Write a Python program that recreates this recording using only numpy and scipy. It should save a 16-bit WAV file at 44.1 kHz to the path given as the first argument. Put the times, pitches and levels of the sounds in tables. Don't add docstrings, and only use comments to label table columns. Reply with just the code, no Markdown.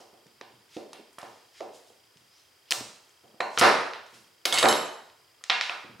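import sys
import numpy as np
from scipy import signal
from scipy.io import wavfile
from scipy.ndimage import uniform_filter1d, minimum_filter1d

SR = 44100
rng = np.random.default_rng(int(sys.argv[2]) if len(sys.argv) > 2 else 0)


def waveform_to_disk(signal):
    frames = np.transpose(np.atleast_2d(signal))
    scaled = np.clip(frames, -1, 1) * 32767
    samples = np.round(scaled).astype(np.int16)
    wavfile.write(sys.argv[1], SR, samples)


def invert_db(x):
    u = np.asarray(x, float) / 20
    return 10 ** u


N = 264600

# pitch_hz, density_db (per Hz)
AIR_SPECTRUM = [(24, -50.5), (40, 2), (104, 4), (194, -12), (433, 4.5), (516, -17.5), (585, 1.5),
                (1630, -1.5), (1760, 0), (3220, -4), (4030, -3), (4930, -8.5), (5580, -6), (14800, -14.5),
                (16000, -21)]
# pitch_hz, likeness (0-1)
AIR_LIKENESS = [(60, 0.93), (180, 1), (550, 0.1), (1650, 0.65), (5000, 0.49), (15000, 1)]
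# pitch_hz, t60_s
ROOM_T60 = [(60, 0.58), (250, 0.59), (1000, 0.67), (4000, 0.61), (8000, 0.58), (14000, 0.35)]
# pitch_hz, level_db
ROOM_TONE = [(60, 7), (250, 6), (1000, 2.57), (4000, -1), (8000, -1.5), (14000, 1.5)]
# pitch_hz, likeness (0-1)
ROOM_LIKENESS = [(60, .93), (300, .9), (600, .68), (1650, .72), (5000, .8), (14000, .99)]

# time_s, pitch_hz, level_db
SQUEAK = [
    (2.27, 4700, -78),
    (2.3, 5000, -67),
    (2.34, 5300, -69),
    (2.37, 6000, -68),
    (2.4, 6150, -71),
    (2.42, 6200, -85),
]

# start_s, length_s, level_db, centre_hz
PUSHES = [
    (2.26, 0.15, -64.5, 3940),
    (2.66, 0.038, -59, 3100),
    (3.02, 0.11, -74.5, 6100),
    (3.5, 0.082, -49.5, 4900),
]
# start_s, length_s, level_db, centre_hz
SLIDES = [
    (.46, 0.099, -71.5, 3000),
    (.69, 0.14, -54, 3320),
    (1.52, .14, -55, 3100),
    (1.72, 0.075, -55.5, 4400),
    (1.84, 0.096, -64, 4850),
    (3.584, .028, -28, 5400),
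    (4.06, 0.21, -64, 5840),
    (4.569, 0.047, -33, 3960),
]
# start_s, length_s, level_db, centre_hz
DRAGS = [
    (0, 0.04, -56, 3870),
    (.88, 0.28, -70, 3240),
    (1.2, 0.31, -61.5, 4000),
    (4.528, 0.079, -35.5, 4460),
    (5.612, 0.24, -63, 5270),
]
PUSH, SLIDE, DRAG = (1, 1.3), (0.43, 1.84), (0.11, 1.63)

BLADE_HZ = [2190, 3022, 3270, 3782, 4620, 5360, 5862, 6380, 6810, 7375, 7660, 7932, 8543, 8950, 9870, 10020,
            10110, 10910, 11380, 13000, 14870]
# wedged_db (in the rind), clattering_db, lying_free_db, t60_s
BLADE_MODES = [(-49.5, -5, -17, 0.18), (-38, -10.5, -2.5, 0.43), (-34.5, -7, -23, 0.14), (-38, 0.5, 6, 0.1),
               (-42.5, -3, -23, 0.086), (-39, -23.5, 0, 0.12), (-47.5, -19.5, -33, 0.098),
               (-37.5, -6, -0.5, 0.21), (-34.5, -12, -11, 0.083), (-37.5, -1.5, 0, 0.22),
               (-42.5, -11, 3, 0.077), (-37.5, -3.5, -10, 0.15), (-30, -10, -1.5, 0.25),
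               (-37, -2.5, -21, 0.17), (-37.5, -4.5, 4.5, 0.18), (-4.5, -33, -27.5, 0.28),
               (-41, -10.5, 5, 0.11), (-11, -19, -22, .1), (-38.5, -14, 3, 0.16), (-37.5, -34, -24, .15),
               (-28.5, -39, -37, .2)]
# start_s, level_db, grip (0 wedged, 1 clattering, 2 lying free)
BLADE_HITS = [
    (3.618, -31, 0),
    (4.454, -35, 1),
    (4.526, -31, 1),
    (4.541, -30, 1),
    (4.586, -28, 1),
    (4.627, -31, 1),
    (4.686, -29, 2),
]

# start_s, peak_db, centre_hz, room_db
SHIFTS = [(.002, -51.5, 560, -3.5), (.13, -53.5, 474, -7), (.259, -55, 295, -17), (.508, -58, 256, -7.5),
          (1.903, -49, 435, -18.5), (2.159, -59, 147, -19), (2.209, -69, 129, -30),
          (3.237, -55.5, 468, -6.5), (3.291, -62, 460, -13.5), (3.344, -48.5, 426, -16),
          (5.839, -49.5, 307, -8), (5.898, -50, 192, -17), (5.947, -52, 178, -27)]
# start_s, peak_db, centre_hz, room_db
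KNOCKS = [(.4117, -37, 600, -15.5), (.931, -43.5, 550, -9), (1.185, -35, 1090, -11.5),
          (1.232, -40, 616, -6.5), (2.714, -27.5, 824, -6.5), (2.807, -36.5, 376, -20),
          (3.576, -22.5, 850, -10), (4.454, -29.5, 624, -4), (4.526, -32, 850, 4.5),
          (5.611, -27.5, 1530, -9.5), (5.696, -33, 1230, -1)]
# start_s, peak_db, centre_hz, room_db
HOLLOWS = [
    (.766, -32, 429, -14),
    (.992, -46, 358, -19.5),
    (1.606, -29, 543, -12.5),
    (3.405, -39.5, 334, -14),
    (5.499, -23.5, 1097, -5),
]
# start_s, peak_db, centre_hz, room_db
BLOWS = [
    (3.614, -7.5, 762, -4.5),
    (4.628, -12.5, 830, -4),
    (4.641, -16, 580, -5.5),
    (4.658, -14.5, 880, -11),
]
# start_s, peak_db, centre_hz, room_db
LEANS = [
    (.53, -60, 85, -15),
    (1.26, -65.5, 85, -12.5),
    (2.76, -55.5, 80, -5.5),
    (3.24, -58.5, 150, -14),
    (3.585, -43, 85, -6),
    (4.13, -54, 240, -10),
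    (5.88, -59.5, 90, -10),
]
# start_s, peak_db, centre_hz, room_db
NOTES = [
    (3.404, -24, 790, -8),
    (1.231, -33.5, 985, -22),
]
# start_s, peak_db, centre_hz, room_db
CLANKS = [
    (4.526, -16, 3450, -17),
    (4.542, -24.5, 4670, -20),
    (4.577, -18.5, 2890, -14),
    (4.587, -17.5, 4656, -20.5),
    (4.629, -17, 3930, -19),
    (4.687, -18, 4090, -12),
    (3.405, -32.5, 4170, -9),
]
# (width_octaves, cycles rung until 60 dB down)
SHIFT, KNOCK, HOLLOW, BLOW = (1.55, 8.6), (1.987, 12.3), (1.15, 27), (1.95, 21)
LEAN, NOTE, CLANK = (1.9, 4.2), (0.82, 12), (0.16, 68)

# start_s, peak_db, centre_hz,
# room_db
TICKS = [(.2672, -47, 3500, -16), (.4123, -31, 2250, -14.5), (.7682, -32.5, 2450, -30),
         (.9318, -29, 3320, -18.5), (1.186, -36.5, 2930, -14), (1.231, -39, 2880, -17),
         (1.6073, -32.5, 2200, -26), (2.052, -53, 2500, -27), (2.1718, -44.5, 4000, -12),
         (3.0933, -48, 3900, -13), (3.9353, -23, 2130, -12), (4.064, -41.5, 3060, -6.5),
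         (4.1344, -47, 3500, 2), (4.6293, -3.5, 2220, -23.5), (4.6572, -7, 1980, -42),
         (4.7268, -12, 2470, -13), (5.4393, -23.5, 3300, -15), (5.9995, -29, 4550, -24)]
# start_s, peak_db, centre_hz, room_db
PINGS = [(1.13, -51.5, 8800, -10), (2.382, -58, 7900, -16), (2.804, -31, 4940, -36),
         (3.045, -63, 8800, -16), (3.4052, -27.5, 5450, -14.5), (3.4054, -14, 1840, -17.5),
         (4.5252, -17, 5000, -14), (5.0988, -44, 2800, -28), (5.4102, -50.5, 1380, -13),
         (.933, -43, 8700, -11), (1.187, -37, 8900, -14.5), (2.7088, -27, 13100, -11.5),
         (.934, -39.5, 3260, -4.5), (1.2157, -37, 5000, -19)]
# start_s, peak_db, centre_hz, room_db
SPLITS = [(2.7085, -10, 5440, -10), (2.7156, -10.5, 4230, -31), (2.722, -3, 4040, -25.5),
          (3.5762, -7.5, 2670, -8.5), (3.5876, -10, 6260, -12), (3.6128, 1.5, 2960, -6.5),
          (4.4542, -6.5, 3890, -11.5), (5.4988, -4, 2570, -13), (5.5025, -3.5, 2540, -13.5),
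          (5.6115, -7.5, 3100, -12.5), (5.696, -14.5, 1960, -21.5)]
# start_s, peak_db, centre_hz, room_db
RATTLES = [
    (3.5946, -9, 5480, -14.5),
    (4.4555, -19, 9000, -12.5),
    (4.4565, -12, 3380, -26.5),
    (4.5409, -18.5, 4800, -10),
    (4.5575, -16.5, 2590, -8.5),
    (4.5753, -12.5, 3110, -10),
    (4.5855, -21, 3370, -16),
    (4.6867, -16.5, 4400, -14),
]
TICK, PING, SPLIT, RATTLE = (2.46, 2.5), (1, 7.3), (1.63, 1.43), (1.8, 6)   # (width_octaves, length_ms)


def by_kind(*kinds):
    return [tuple(row) + tuple(shared) for rows, shared in kinds for row in rows]


def rms_one(x):
    return x / np.sqrt(np.mean(x ** 2) + 1e-20)


def at_hz(points, hz):
    table_hz, value = np.array(points).T
    return np.interp(np.log(hz), np.log(table_hz), value)


def band(x, hz, octaves, order=1):
    edges = np.clip(hz * 2 ** (np.array([-.5, .5]) * octaves), 15, .45 * SR)
    return signal.sosfilt(signal.butter(order, edges, "band", fs=SR, output="sos"), x)


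def ring(clicks, hz, t60):
    radius, turn = invert_db(-60 / (t60 * SR)), 2 * np.pi * hz / SR
    return signal.lfilter([0, np.sin(turn)], [1, -2 * radius * np.cos(turn), radius ** 2], clicks + 1e-18)


def add(pair, s, sound, level_db, room_db, smooth=None):
    at = max(round(s * SR), 0)
    if smooth is None:
        to_room = sound
    else:
        to_room = rms_one(smooth) * np.sqrt(np.mean(sound ** 2))
    both = np.array([sound, invert_db(room_db) * to_room])[:, :N - at] * invert_db(level_db)
    pair[:, at:at + both.shape[1]] += both


def stereo_bands(size, tone, likeness, t60=None):
    out, t = 0, np.arange(size) / SR
    white = rng.standard_normal((2, 2, size))
    for k, hz in enumerate(36 * 2 ** np.arange(0, 9, .5)):
        mid, side = band(white[k % 2], hz, 0.69, order=2)
        alike = np.clip(at_hz(likeness, hz), 0, 1)
        decay = invert_db(-60 * t / at_hz(t60, hz)) if t60 else 1
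        stereo = np.sqrt(1 + alike) * mid + np.sqrt(1 - alike) * side * [[1], [-1]]
        out = out + invert_db(at_hz(tone, hz)) * decay * stereo
    return out


def room_air():
    return invert_db(-64 + 0.4) * rms_one(stereo_bands(N, AIR_SPECTRUM, AIR_LIKENESS))


def camera():
    first_s, ticks_per_s, tick_hz, tick_db = -1.34, 29, 3206, -59.5
    hiss_hz, hiss_width_hz, hiss_db = 4900, 700, -69.5
    clicks = np.zeros(N)
    at = (np.arange(first_s - .004, 4.7, 1 / ticks_per_s) * SR).astype(int)
    clicks[at] = invert_db(tick_db + 1.5 * rng.standard_normal(len(at)))
    swell = ring(ring(clicks, tick_hz, .018), tick_hz, .018)
    hiss = band(rng.standard_normal(N), hiss_hz, hiss_width_hz / hiss_hz * 1.2, order=2)
    return swell / 30 + invert_db(hiss_db) * rms_one(hiss)


def kitchen(x):
    tail = stereo_bands(SR, ROOM_TONE, ROOM_LIKENESS, ROOM_T60)
    tail = tail * np.clip((np.arange(SR) / SR - .002) / 0.003, 0, 1)
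    tail = tail / np.sqrt(np.sum(tail ** 2) / 2)
    return signal.fftconvolve(x[None], tail, axes=1)[:, :N] * invert_db(10)


def squeak():
    s, hz, level_db = np.transpose(SQUEAK)
    t = np.arange(N) / SR
    tone = np.sin(2 * np.pi * np.cumsum(np.interp(t, s, hz)) / SR)
    return tone * invert_db(np.interp(t, s, level_db, left=-200, right=-200))


def rubs():
    out = np.zeros((2, N))
    grit = rng.standard_normal(N) * invert_db(1.8 * rng.exponential(1, N))
    for start, length, level_db, hz, swell, octaves in by_kind((PUSHES, PUSH), (SLIDES, SLIDE), (DRAGS, DRAG)):
        peak, end = start + np.clip(swell, .05, .95) * length, start + length
        t = np.arange(max(start, 0), end, 1 / SR)
        stroke = invert_db(np.interp(t, [start, peak, end], [-14, 0, -16]))
        at = round(t[0] * SR)
        rub = rms_one(band(grit[at:at + len(t)], hz, octaves, order=2))
        add(out, start, rub * stroke, level_db, -9)
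    return out


def blade():
    twin_share, twin_db = .0035, -6
    clatter_damp, other_damp = 2.2, 1.6
    wood_dulls_db_oct = -6
    out, t = np.zeros(N), np.arange(SR // 2) / SR
    modes = np.array(BLADE_MODES)
    luck = rng.standard_normal((len(BLADE_HITS), len(modes)))
    dull_db = wood_dulls_db_oct * np.maximum(np.log2(np.array(BLADE_HZ) / BLADE_HZ[3]), 0)
    turns = 2 * np.pi * t[:, None] * np.array(BLADE_HZ)
    tones = np.sin(turns) + invert_db(twin_db) * np.sin(turns * (1 + twin_share))
    ends = [row[0] for row in BLADE_HITS[1:]] + [N / SR]
    for (s, hit_db, held), end, strength in zip(BLADE_HITS, ends, luck):
        grip = round(held)
        gains = invert_db(hit_db + modes[:, grip] + 2.2 * strength + dull_db * held / 2)
        damp = clatter_damp if grip == 1 else other_damp
        decay = invert_db(-60 * t[:, None] / modes[:, 3] * damp)
        choke = invert_db(-700 * np.maximum(t - (end - s), 0)) if held < 1.5 else 1
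        out[round(s * SR):][:len(t)] += (tones * decay @ gains) * choke
    return out


def thuds():
    out = np.zeros((2, N))
    rows = by_kind((SHIFTS, SHIFT), (KNOCKS, KNOCK), (HOLLOWS, HOLLOW), (BLOWS, BLOW),
                   (LEANS, LEAN), (NOTES, NOTE), (CLANKS, CLANK))
    click = np.r_[1., np.zeros(4000)]
    draws = rng.standard_normal((len(rows), 2, 10))
    for (s, peak_db, hz, room_db, octaves, cycles), draw in zip(rows, draws):
        t60 = cycles / hz
        spread = np.linspace(-1, 1.2, 10) + 0.047 * draw[0]
        gains = invert_db(4.64 * draw[1] - 9.2 * np.abs(spread)) * (-1) ** np.arange(10)
        knock = 0
        for offset, gain in zip(spread, gains):
            mode_hz = hz * 2 ** (offset * octaves * 0.78)
            knock = knock + gain * ring(click, mode_hz, t60 * 2 ** (-.6 * offset))
        even = band(click, hz, octaves, order=2) + 0.1 * band(click, hz * 1.3, 0.54)
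        add(out, s - .001, knock / np.abs(knock).max(), peak_db + 2.5, room_db, even)
    return out


def cracks():
    out, t = np.zeros((2, N)), np.arange(1200) / SR
    click = 1. * (t == 0)
    rows = by_kind((TICKS, TICK), (PINGS, PING), (SPLITS, SPLIT), (RATTLES, RATTLE))
    splinters = rng.standard_normal((len(rows), len(t)))
    for (s, peak_db, hz, room_db, octaves, ms), white in zip(rows, splinters):
        low_hz = hz * 2 ** (-octaves / 2)
        high_hz = min(hz * 2 ** (octaves / 2), .45 * SR)
        burst = 2.5 * click + white * invert_db(-20 * t / (ms / 1000))
        both = signal.sosfilt(signal.butter(2, low_hz, "high", fs=SR, output="sos"), [burst, click])
        snap, even = signal.sosfilt(signal.butter(4, high_hz * 0.86, fs=SR, output="sos"), both)
        snap = snap + .35 * np.roll(snap, round(.0016 * SR))
        add(out, s - .0002, snap / np.abs(snap).max(), peak_db, room_db + 1, even)
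    return out


def scene():
    steel = blade() + squeak()
    direct, send = cracks() + rubs() + steel * invert_db([[0], [-9]])
    knock, knock_send = thuds()
    near = direct * invert_db([[-.3], [.3]]) + knock * invert_db([[-1.4], [1.4]])
    tail = kitchen(send + knock_send) * invert_db([[-.7], [.7]])
    return near + tail + room_air() + camera()


def roll_off(x):
    return signal.sosfilt(signal.butter(12, 16510, fs=SR, output="sos"), x)


def record(dry):
    ceiling_db, release_db_s = -4.5, 200
    x = signal.sosfilt(signal.butter(3, 100, "high", fs=SR, output="sos"), dry)
    x = signal.sosfilt(signal.cheby2(18, 50, 16300, fs=SR, output="sos"), x)
    over_db = np.maximum(20 * np.log10(np.abs(x).max(axis=0) + 1e-9) - ceiling_db, 0)
    ramp = release_db_s * np.arange(N) / SR
    cut_db = np.maximum.accumulate(over_db + ramp) - ramp
    cut_db = uniform_filter1d(-minimum_filter1d(-cut_db, size=89), size=45)
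    return roll_off(x * invert_db(-cut_db))


dry = scene()
out = record(dry)
waveform_to_disk(out)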